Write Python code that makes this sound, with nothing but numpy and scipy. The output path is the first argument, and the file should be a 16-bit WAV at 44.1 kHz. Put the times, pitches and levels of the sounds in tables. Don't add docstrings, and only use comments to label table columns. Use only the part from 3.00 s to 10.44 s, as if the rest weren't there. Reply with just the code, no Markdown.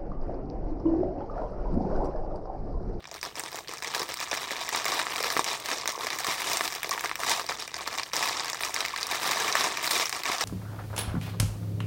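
import sys
import numpy as np
from scipy import signal
from scipy.fft import rfft, irfft, next_fast_len
from scipy.io import wavfile
from scipy.ndimage import map_coordinates

SR = 44100
rng = np.random.default_rng(int(sys.argv[2]) if len(sys.argv) > 2 else 0)


def store_pcm(level_fs):
    pcm = np.round(np.clip(level_fs, -1, 1) * 32767).astype(np.int16)
    wavfile.write(sys.argv[1], SR, np.atleast_2d(pcm).T)


N = 328104

# (frequency [Hz], relative density [dB])
ROOM_NOISE = [(35, -26), (55, -21), (76, 1.5), (95, -15.5), (135, -1), (180, -12), (1200, -21),
              (4000, -19.5), (15000, -62)]
# (frequency [Hz], T60 [s])
ROOM_DECAY = [(200, 0.73), (1000, 0.09), (5000, 0.23), (15000, 0.69)]
# (frequency [Hz], gain [dB])
MIC_RESPONSE = [(40, 0), (130, 4.5), (250, 2.5), (500, 4), (850, 3), (1250, 1), (1500, -1), (2350, 6),
                (2650, 0.5), (3100, -1.2), (5400, -1.8), (8500, -2), (10500, -11), (13500, -10),
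                (15800, -1)]
# (centre [Hz], width [Hz], gain [dB])
MIC_RESONANCES = [(326.6, 83, 6.5), (426, 111, 6), (675, 113, 3.5), (1020, 390, 3), (1665, 253, 4),
                  (3650, 570, 2.5), (5520, 830, 3), (8770, 690, 1.5), (15500, 500, -3.5)]
# (time [s], gain [dB])
LOW_SHELF = [(0, 3), (0.7, 6.5), (1.05, -0.5), (1.6, -1), (2.4, 2.5), (2.8, 2.5), (3.3, -2), (3.9, -3),
             (4.6, 3), (5.35, -3), (5.8, -2), (6.3, -1), (7.0, -0.5), (7.44, -3.5)]
# (time [s], relative peak [dB])
TOY_BUMPS = [(1.017, -37), (2.366, -28), (2.392, -28), (3.285, -26), (7.298, -28)]
# (mid time [s], pitch [Hz], relative level [dB])
FILM_SLIPS = [(1.75, 990, -29), (1.924, 1090, -34), (2.163, 1220, -30), (2.835, 1080, -33),
              (2.93, 1060, -34), (2.954, 1060, -30), (3.171, 1070, -36), (3.289, 1060, -29),
              (3.917, 1100, -24), (3.96, 980, -34), (3.98, 940, -28), (4.376, 1090, -33),
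              (4.792, 1150, -32), (5.261, 1080, -27), (5.363, 1080, -30), (5.506, 1100, -31),
              (5.94, 1085, -27), (6.123, 1035, -33), (7.3, 1010, -24.5)]
# (time [s], pitch [Hz], relative level [dB])
WIDE_POPS = [(1.003, 450, -34), (1.018, 435, -33), (1.331, 520, -28), (2.206, 603, -33), (2.889, 660, -32),
             (2.978, 690, -31.5), (3.069, 640, -34), (3.609, 620, -29), (3.896, 610, -31.5),
             (4.043, 690, -31), (6.126, 464, -33), (6.555, 680, -26.5), (6.998, 680, -30.5)]
# (time [s], relative level [dB])
HELD_CRACKLE = [(0, -55), (0.64, -57), (1.08, -43), (1.9, -36), (2.45, -38.5), (2.62, -42), (2.8, -41),
                (2.95, -45), (3.05, -39), (3.5, -35), (3.85, -43), (4.05, -42), (4.14, -46), (4.25, -41),
                (4.42, -42), (4.67, -47), (4.95, -41), (5.1, -49.5), (5.35, -41), (5.95, -40), (6.5, -32),
                (6.8, -36), (7.2, -45), (7.44, -42)]
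# (panels [dB], creases [dB], tips [dB])
HELD_MIX_DB = [0, -0.5, -15.5]
# (start [s], length [s], relative panel level [dB], creases re panels [dB], tips re panels [dB])
FINGER_PRESSES = [(0.038, 0.012, -44, -3, -19), (0.113, 0.051, -42, -2, -11.5), (0.222, 0.04, -38, 0, -12),
                  (0.352, 0.047, -39.5, 1, -8.5), (0.427, 0.048, -39, -1, -14), (0.505, 0.08, -41, 0, -10),
                  (0.682, 0.063, -42, 0, -13), (0.814, 0.116, -39, 1, -15), (0.927, 0.087, -33, -1, -10.5),
                  (1.075, 0.067, -43, 3, -11), (1.188, 0.04, -37, 2, -8), (1.304, 0.068, -35, 0, -12),
                  (1.386, 0.049, -39, -1, -9), (1.496, 0.025, -33, -2, -14), (1.597, 0.027, -36, 3, -7),
                  (1.715, 0.067, -33, 2, -18), (1.842, 0.18, -34.5, -0.5, -13),
                  (2.085, 0.11, -36.5, -1, -9), (2.241, 0.082, -35, 0, -7), (2.345, 0.056, -35.5, 1, -10),
                  (2.451, 0.092, -34, 3, -10.5), (2.634, 0.025, -36, 1, -8), (2.673, 0.057, -33, 0, -10),
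                  (2.753, 0.02, -41, 7, -11), (2.87, 0.03, -35, 1, -13), (2.985, 0.07, -35, -1, -9.5),
                  (3.101, 0.105, -40, -1, -7), (3.258, 0.07, -32, 1, -6.5), (3.37, 0.04, -38, 1, -6),
                  (3.435, 0.135, -35, 2.5, -6), (3.608, 0.07, -36, 1, -5.5), (3.707, 0.056, -42, 0, -9),
                  (3.814, 0.036, -37, -2, -24), (3.904, 0.035, -31, -3, -13), (3.952, 0.027, -39, -3, -8),
                  (4.026, 0.025, -33, -5, -9), (4.184, 0.075, -35, -2, -8), (4.258, 0.075, -29.5, 3, -9),
                  (4.329, 0.068, -34, 0, -8), (4.468, 0.085, -39, 0, -14), (4.58, 0.035, -41, 7, -8),
                  (4.723, 0.105, -41, 1, -10), (4.857, 0.012, -35, -1, -11), (4.903, 0.06, -37, -1, -10),
                  (4.973, 0.018, -39, 3, -14), (5.047, 0.012, -44, 2, -5), (5.122, 0.071, -32, 1, -13),
                  (5.196, 0.1, -31, 0.5, -11), (5.302, 0.106, -35, 0, -19), (5.421, 0.086, -37, 0, -16),
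                  (5.593, 0.03, -36, -2, -2), (5.63, 0.03, -32, 0, -9), (5.726, 0.114, -34, -2, -24),
                  (5.972, 0.03, -39, 0, -10), (6.088, 0.067, -31, -2, -10), (6.213, 0.27, -30, -1.81, -11),
                  (6.551, 0.12, -29, -2, -11), (6.818, 0.069, -32, 0.5, -6), (6.896, 0.125, -31, 3.5, -7),
                  (7.043, 0.028, -42, 3, -14), (7.119, 0.07, -37, 0, -11.5), (7.24, 0.105, -31, -1, -15),
                  (7.39, 0.05, -31, 1, -15)]
# (time [s], panel [Hz], panel [dB], crease [Hz], crease [dB], tip [dB])
BUCKLES = [(0.0424, 1500, -41, 5400, -45, -69), (0.0726, 1620, -56, 5100, -42, -64),
           (0.1139, 1900, -39, 5000, -37, -57), (0.1419, 1960, -42, 4400, -37, -47),
           (0.2135, 1410, -47, 4900, -36, -52), (0.2297, 1810, -28, 4700, -30, -42),
           (0.2511, 1750, -39, 5700, -33, -50), (0.3553, 1570, -38, 4900, -36, -50),
           (0.3957, 1540, -32, 6800, -29, -32), (0.4366, 780, -38, 5500, -34, -47),
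           (0.5574, 1430, -43, 5400, -36, -40), (0.5877, 1150, -35, 5200, -37, -46),
           (0.6749, 1820, -41, 4100, -40, -56), (0.6832, 2280, -39, 4200, -33, -53),
           (0.7369, 1190, -35, 6300, -42, -42), (0.7719, 2010, -39, 5400, -38, -57),
           (0.7827, 1510, -55, 5300, -36, -50), (0.8235, 1590, -31, 4600, -36, -46),
           (0.8459, 1870, -31, 4800, -34, -47), (0.8729, 1820, -37, 4700, -32, -46),
           (0.948, 1470, -28, 4900, -24, -40), (0.9948, 1580, -38, 5000, -29, -38),
           (1.0175, 1440, -34, 5000, -29, -48), (1.09, 1500, -38, 5300, -38, -41),
           (1.1411, 1660, -32, 4700, -33, -37), (1.172, 1190, -40, 4800, -34, -43),
           (1.2026, 1500, -41, 5400, -34, -38), (1.3132, 1650, -35, 5100, -27, -47),
           (1.3299, 1360, -26, 4600, -43, -59), (1.3393, 1670, -27, 5000, -30, -41),
           (1.3733, 1360, -37, 5600, -30, -45), (1.566, 1740, -32, 4200, -35, -48),
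           (1.6904, 1220, -32, 5500, -27, -33), (1.7479, 1020, -25, 4100, -27, -43),
           (1.7607, 1200, -28, 5700, -34, -32), (1.7992, 1600, -29, 4500, -34, -50),
           (1.8445, 1520, -31, 4700, -30, -40), (1.8547, 1140, -25, 5400, -29, -33),
           (1.8818, 1470, -27, 4400, -26, -36), (1.9196, 1590, -27, 4500, -26, -41),
           (1.9925, 1840, -24, 3900, -27, -46), (1.9974, 1260, -22, 4700, -37, -45),
           (2.0678, 1300, -24, 3800, -34, -61), (2.1597, 1880, -27, 4700, -29, -43),
           (2.1801, 1400, -35, 4300, -31, -45), (2.2037, 1420, -29, 4600, -31, -43),
           (2.2278, 1720, -34, 5000, -27, -33), (2.2379, 1980, -24, 4500, -35, -43),
           (2.2436, 1010, -26, 4300, -27, -40), (2.3028, 1590, -26, 5000, -27, -37),
           (2.367, 1110, -20, 4200, -32, -38), (2.3731, 1150, -34, 5400, -30, -36),
           (2.3933, 970, -19, 4900, -32, -36), (2.4437, 1680, -36, 5200, -24, -40),
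           (2.6011, 1830, -45, 5100, -40, -42), (2.6591, 1500, -46, 5500, -31, -48),
           (2.6868, 1340, -29, 5900, -32, -45), (2.7148, 1960, -25, 3600, -30, -54),
           (2.7834, 1170, -38, 5300, -32, -47), (2.8124, 1840, -41, 5100, -31, -59),
           (2.8576, 1240, -25, 4700, -34, -40), (2.8764, 1510, -28, 5000, -21, -34),
           (2.8927, 1460, -37, 5600, -28, -41), (2.9216, 1840, -41, 5200, -38, -39),
           (2.9585, 1630, -47, 5200, -35, -54), (3.0696, 1550, -24, 4400, -29, -40),
           (3.1037, 1990, -27, 3900, -27, -41), (3.1305, 1730, -28, 5200, -32, -49),
           (3.1876, 1770, -31, 6300, -32, -33), (3.2013, 1940, -50, 5200, -33, -37),
           (3.246, 1190, -29, 4200, -27, -35), (3.2676, 1240, -26, 5300, -28, -37),
           (3.4195, 1550, -27, 4100, -32, -38), (3.5327, 2120, -34, 5300, -24, -31),
           (3.5713, 1460, -27, 5000, -25, -34), (3.6089, 1210, -19, 4400, -30, -36),
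           (3.6779, 1870, -27, 4600, -26, -37), (3.7239, 1790, -36, 5200, -33, -49),
           (3.7507, 1840, -35, 4400, -31, -37), (3.8317, 1870, -25, 4800, -36, -31),
           (3.8449, 1720, -27, 4000, -37, -60), (3.8932, 1870, -34, 4800, -30, -32),
           (3.9099, 1690, -44, 5900, -22, -48), (3.9286, 1740, -28, 5000, -31, -52),
           (3.978, 1380, -26, 5600, -40, -48), (3.994, 1910, -42, 5500, -33, -47),
           (4.0088, 1510, -29, 6800, -31, -37), (4.0402, 1440, -27, 6300, -46, -51),
           (4.0457, 880, -25, 5100, -31, -42), (4.0584, 1500, -26, 4900, -33, -51),
           (4.0948, 1770, -27, 5300, -40, -46), (4.1141, 1310, -24, 4600, -42, -60),
           (4.1561, 1970, -25, 5900, -32, -37), (4.2345, 1480, -23, 4800, -31, -39),
           (4.2955, 1570, -33, 4900, -21, -31), (4.3966, 1250, -27, 4500, -35, -52),
           (4.4649, 1950, -49, 4800, -34, -44), (4.4905, 1400, -32, 5200, -29, -46),
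           (4.4949, 1380, -24, 3700, -34, -50), (4.5187, 1240, -27, 4600, -41, -60),
           (4.6231, 1300, -33, 4600, -32, -45), (4.6776, 1700, -36, 5300, -36, -44),
           (4.742, 1420, -30, 5100, -30, -46), (4.7657, 1440, -39, 4600, -33, -62),
           (4.876, 1210, -27, 4700, -27, -42), (4.9778, 1230, -33, 5200, -34, -40),
           (4.9845, 2180, -33, 4000, -29, -50), (4.9972, 2050, -24, 4400, -30, -53),
           (5.0335, 1540, -35, 4500, -27, -50), (5.134, 1260, -30, 4700, -30, -42),
           (5.1568, 1650, -39, 5200, -42, -35), (5.1659, 1670, -30, 5700, -24, -35),
           (5.2266, 1630, -25, 4800, -27, -40), (5.2757, 1760, -27, 4800, -32, -40),
           (5.2878, 1230, -28, 5500, -25, -37), (5.3695, 1240, -35, 4900, -29, -53),
           (5.3968, 1300, -33, 4700, -26, -52), (5.4461, 1380, -39, 4900, -32, -41),
           (5.4814, 1870, -34, 4200, -31, -43), (5.4994, 1750, -32, 5300, -28, -38),
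           (5.5317, 1420, -35, 4700, -29, -50), (5.5458, 1420, -29, 6700, -33, -41),
           (5.6079, 1720, -27, 5500, -36, -47), (5.6349, 1820, -27, 4100, -27, -45),
           (5.6487, 2060, -41, 5100, -27, -39), (5.7433, 1650, -37, 5500, -24, -34),
           (5.7631, 1710, -24, 4000, -26, -41), (5.806, 1710, -23, 4400, -24, -38),
           (5.8503, 2110, -24, 4800, -33, -41), (5.8604, 1730, -30, 4900, -29, -39),
           (5.8833, 1980, -32, 4800, -32, -43), (5.9619, 1570, -28, 4300, -30, -42),
           (5.9762, 1510, -37, 5100, -30, -46), (6.0108, 1190, -38, 4500, -30, -47),
           (6.0301, 1980, -36, 5200, -22, -42), (6.0687, 1190, -51, 5200, -31, -35),
           (6.1128, 1260, -38, 4300, -28, -36), (6.3124, 1510, -34, 5400, -23, -34),
           (6.4015, 1870, -29, 6100, -30, -35), (6.5255, 1450, -39, 4800, -22, -48),
           (6.5536, 1370, -16, 6100, -27, -35), (6.609, 1020, -32, 4600, -22, -49),
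           (6.6412, 1570, -35, 5500, -25, -37), (6.7725, 1850, -24, 4300, -28, -38),
           (6.867, 2000, -40, 4500, -26, -44), (6.8759, 1480, -25, 4000, -24, -36),
           (6.9098, 2050, -27, 4700, -25, -30), (6.9985, 1280, -23, 3900, -25, -37),
           (7.0567, 2130, -33, 5700, -25, -39), (7.0949, 1490, -30, 5600, -29, -34),
           (7.1269, 1860, -25, 5000, -29, -41), (7.1487, 2090, -34, 4700, -32, -48),
           (7.2352, 1760, -31, 4600, -29, -38), (7.2559, 1800, -24, 4500, -34, -44),
           (7.3169, 1740, -29, 6100, -32, -38), (7.3828, 1180, -34, 4700, -28, -49),
           (7.4102, 1580, -28, 4800, -29, -35)]

TOP_HZ = 15850


def amp(db):
    return 10 ** (np.asarray(db) / 20)


def unit(x):
    return x / np.sqrt(np.mean(x ** 2) + 1e-20)


def along(points, hz):
    knots_hz, values = np.transpose(points)
    return np.interp(np.log(hz + 1), np.log(knots_hz), values)


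def curve(points):
    return np.interp(np.arange(N) / SR, *np.transpose(points))


def wobble(knots_per_s):
    return map_coordinates(rng.standard_normal(2000), [np.arange(N) * knots_per_s / SR], mode="wrap")


def filtered(x, response):
    size = next_fast_len(N + SR // 2)
    return irfft(rfft(x, size) * response(np.fft.rfftfreq(size, 1 / SR)), size)[:N]


def band(x, lo_hz, hi_hz, order=2):
    edges = np.minimum([lo_hz, hi_hz], SR / 2 - 1)
    return signal.sosfilt(signal.butter(order, edges, "band", fs=SR, output="sos"), x)


def place_peak(times_s, shapes, peaks):
    shapes = shapes * (peaks / np.abs(shapes).max(axis=1))[:, None]
    index = np.round(np.abs(times_s) * SR).astype(int)[:, None] + np.arange(shapes.shape[1])
    return np.bincount(index.ravel(), shapes.ravel(), N)[:N]


def place_rms(times_s, shapes, db, window_s=0.002):
    rms = np.sqrt(np.sum(shapes ** 2, axis=1) / (window_s * SR))
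    return place_peak(times_s, shapes, amp(db) * np.abs(shapes).max(axis=1) / rms)


def rings(hz, cycles, size, damping_spread=0.29):
    phase = hz[:, None] * np.arange(size + 1) / SR
    life = cycles * np.exp(damping_spread * rng.standard_normal((len(hz), 1)))
    return np.diff(np.sin(2 * np.pi * phase) * phase * np.exp(-phase / life), axis=1)


def background(noise_db=-58, hum_db=-72, hum_hz=44.6, waver=0.62):
    noise = unit(filtered(rng.standard_normal(N), lambda hz: amp(along(ROOM_NOISE, hz))))
    drift = unit(band(rng.standard_normal(N), hum_hz - 3, hum_hz + 3))
    hum = unit(np.sin(2 * np.pi * hum_hz * np.arange(N) / SR) + waver * drift)
    return amp(noise_db) * noise + amp(hum_db) * hum


def echo_paths(near_db=-5, near_t60_s=0.027, room_db=-7):
    t = np.arange(SR // 3) / SR
    near, tail = rng.standard_normal((2, len(t)))
    near = near * amp(-60 * t / near_t60_s) * (t > 0.0006)
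    hz, age_s, spectrum = signal.stft(tail, SR, nperseg=256)
    decay = amp(-60 * age_s / along(ROOM_DECAY, hz)[:, None])
    tail = signal.istft(spectrum * decay, SR, nperseg=256)[1][:len(t)] * (t > 0.005)
    return amp(near_db) * near / np.linalg.norm(near) + amp(room_db) * tail / np.linalg.norm(tail)


def reflections(x, spots=10, dwell_s=0.006):
    position = np.arange(N) / SR / dwell_s
    wet = np.zeros(N)
    for spot in range(spots):
        distance = np.abs((position - spot) % spots - spots / 2)
        share = np.sqrt(np.maximum(1 - distance, 0))
        wet += signal.oaconvolve(x * share, echo_paths())[:N]
    return band(wet, 56, 16300, order=1)


def microphone(x, size=4096):
    hz = np.fft.rfftfreq(size, 1 / SR)
    resonance_db = sum(db / (1 + (2 * (hz - centre_hz) / width_hz) ** 2)
                       for centre_hz, width_hz, db in MIC_RESONANCES)
    cepstrum = irfft(np.log(amp(along(MIC_RESPONSE, hz) + resonance_db)))
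    cepstrum[1:size // 2] *= 2
    cepstrum[size // 2 + 1:] = 0
    return signal.fftconvolve(x, irfft(np.exp(rfft(cepstrum))))[:N]


def foam_toy(panel_db, rub_db=-28, thump_hz=190, thump_trim_db=-3):
    times_s, db = np.transpose(TOY_BUMPS)
    shapes = rings(np.full(len(times_s), thump_hz), cycles=0.066, size=1024)
    thumps = place_peak(times_s, shapes, amp(db + thump_trim_db))
    rub = amp(panel_db + rub_db) * unit(band(rng.standard_normal(N), 91, 400))
    return thumps + rub


def turning(x, shelf_hz=675):
    lows = filtered(x, lambda hz: 1 / (1 + (hz / shelf_hz) ** 6))
    return x + (amp(curve(LOW_SHELF)) - 1) * lows


def air_pocket(panels, slack_hz=960, squeezed_hz=1140, width_hz=240, ring_db=-10.5):
    slack, squeezed = (band(panels, hz - width_hz / 2, hz + width_hz / 2, order=1)
                       for hz in (slack_hz, squeezed_hz))
    grip = (1 + np.tanh(2 * wobble(knots_per_s=6))) / 2
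    return panels + amp(ring_db) * ((1 - grip) * slack + grip * squeezed)


def squeaks(trim_db=-5, length_s=0.0094, glide_spread=0.064, overtone_db=-12):
    times_s, hz, db = np.transpose(FILM_SLIPS)
    t = np.arange(-(SR // 80), SR // 80) / SR
    swell = np.cos(np.pi * np.clip(t / length_s, -0.5, 0.5)) ** 2
    glide = glide_spread * rng.standard_normal((len(hz), 1))
    phase = 2 * np.pi * hz[:, None] * t * (1 + glide * t / length_s)
    tone = np.sin(phase) + amp(overtone_db) * np.sin(2 * phase)
    return place_rms(times_s + t[0], swell * tone, db + trim_db)


def pops(trim_db=-4.5):
    times_s, hz, db = np.transpose(WIDE_POPS)
    return place_rms(times_s, rings(hz, cycles=0.41, size=2048), db + trim_db)


def strain_db(hush_db=2.2, hush_s=0.012, wake_db=2, wake_s=0.009):
    reach = SR // 10
    db = np.zeros(N + 2 * reach)
    t = np.arange(-reach, reach) / SR
    shape_db = np.where(t < 0, -hush_db * np.exp(t / hush_s), wake_db * np.exp(-t / wake_s))
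    for time_s, *_ in BUCKLES:
        db[round(time_s * SR):][:len(t)] += shape_db
    return db[reach:][:N]


def film_levels_db(attack_s=0.016, sag_db_per_s=4, release_db_per_s=340, flutter_db=1.4):
    power = amp(curve(HELD_CRACKLE) + np.array(HELD_MIX_DB)[:, None]) ** 2
    for start_s, length_s, db, crease_db, tip_db in FINGER_PRESSES:
        start = round(start_s * SR)
        t = np.arange(min(SR // 2, N - start)) / SR
        fall_db = sag_db_per_s * (t - length_s / 2) + release_db_per_s * np.maximum(t - length_s, 0)
        press = np.minimum(t / attack_s, 1) * amp(db - fall_db)
        power[:, start:start + len(t)] += (amp([[0], [crease_db], [tip_db]]) * press) ** 2
    flutter = wobble(knots_per_s=60)
    return 10 * np.log10(power) + strain_db() + flutter_db * flutter


def buckle_times_s(level_db, mean_per_s=2000, crowding_db_per_db=0.9):
    density = amp(crowding_db_per_db * level_db)
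    expected_count = np.cumsum(mean_per_s * density / density.mean()) / SR
    return np.searchsorted(expected_count, np.cumsum(rng.exponential(size=17000))) / SR


def crackle(times_s, size_db, centre_hz, spread_oct, cycles, scatter_db, band_hz, size, cap_db=15.5):
    pitch, strength, side = rng.standard_normal((len(times_s), 3)).T
    hz = np.minimum(centre_hz * 2 ** (spread_oct * pitch), TOP_HZ)
    db = np.minimum(size_db + scatter_db * strength, cap_db + scatter_db)
    peaks = np.sign(side) * amp(db) * np.sqrt(hz)
    grains = band(place_peak(times_s, rings(hz, cycles, size), peaks), *band_hz)
    window = signal.windows.hann(SR // 28)
    power = np.abs(signal.fftconvolve(grains ** 2, window / window.sum(), "same"))
    return grains / np.sqrt(power + power.mean() / 1000)


def crinkle(panel_db, crease_db, tip_db, spread_db=7.5, evening_db_per_db=0.4):
    times_s = buckle_times_s(crease_db)
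    effort_db = np.interp(times_s, np.arange(N) / SR, np.maximum(crease_db - crease_db.mean(), 0))
    size_db = spread_db * amp(-evening_db_per_db * effort_db) * rng.standard_normal(len(times_s))
    panels = crackle(times_s, 1.2 * size_db, centre_hz=1220, spread_oct=0.51, cycles=0.27,
                     scatter_db=2, band_hz=(110, 2830), size=320)
    creases = crackle(times_s, size_db, centre_hz=4290, spread_oct=0.57, cycles=0.53,
                      scatter_db=1, band_hz=(2280, 10600), size=64)
    tips = crackle(times_s, size_db, centre_hz=11350, spread_oct=0.25, cycles=0.83,
                   scatter_db=3, band_hz=(7760, 18600), size=32)
    beam_db = 3 * wobble(knots_per_s=58)
    return (amp(panel_db - 8) * air_pocket(panels)
            + amp(crease_db - 3.5) * creases
            + amp(tip_db + 3.5 + beam_db) * tips)


def snaps(panel_trim_db=-4, crease_trim_db=0.44, tip_trim_db=9, crease_s=0.00049, tick_s=0.0004):
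    times_s, panel_hz, panel_db, crease_hz, crease_db, tip_db = np.transpose(BUCKLES)
    t = np.arange(160) / SR
    noise = rng.standard_normal((len(times_s), 2, len(t)))
    jumps = noise[:, 0] ** 3 * np.exp(-t / crease_s)
    folds = rings(crease_hz, cycles=0.58, size=64)
    cracks = band(signal.fftconvolve(jumps, folds, axes=1), 710, SR / 2)
    ticks = band(noise[:, 1] * np.exp(-t / tick_s), 7900, 16800)
    flips = rings(panel_hz, cycles=0.3, size=512)
    return (air_pocket(place_rms(times_s, flips, panel_db + panel_trim_db))
            + place_rms(times_s, cracks, crease_db + crease_trim_db)
            + place_rms(times_s, ticks, tip_db + tip_trim_db))


def scene(snap_send_db=-1):
    panel_db, crease_db, tip_db = film_levels_db()
    snapping = snaps()
    rustle = crinkle(panel_db, crease_db, tip_db) + pops() + squeaks()
    wet = reflections(amp(snap_send_db) * snapping + rustle)
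    bag = turning(snapping + rustle + wet)
    return (microphone(bag + foam_toy(panel_db)) + background())[None]


def record(dry):
    return filtered(dry[0], lambda hz: hz < TOP_HZ)[None]


dry = scene()
out = record(dry)
store_pcm(out)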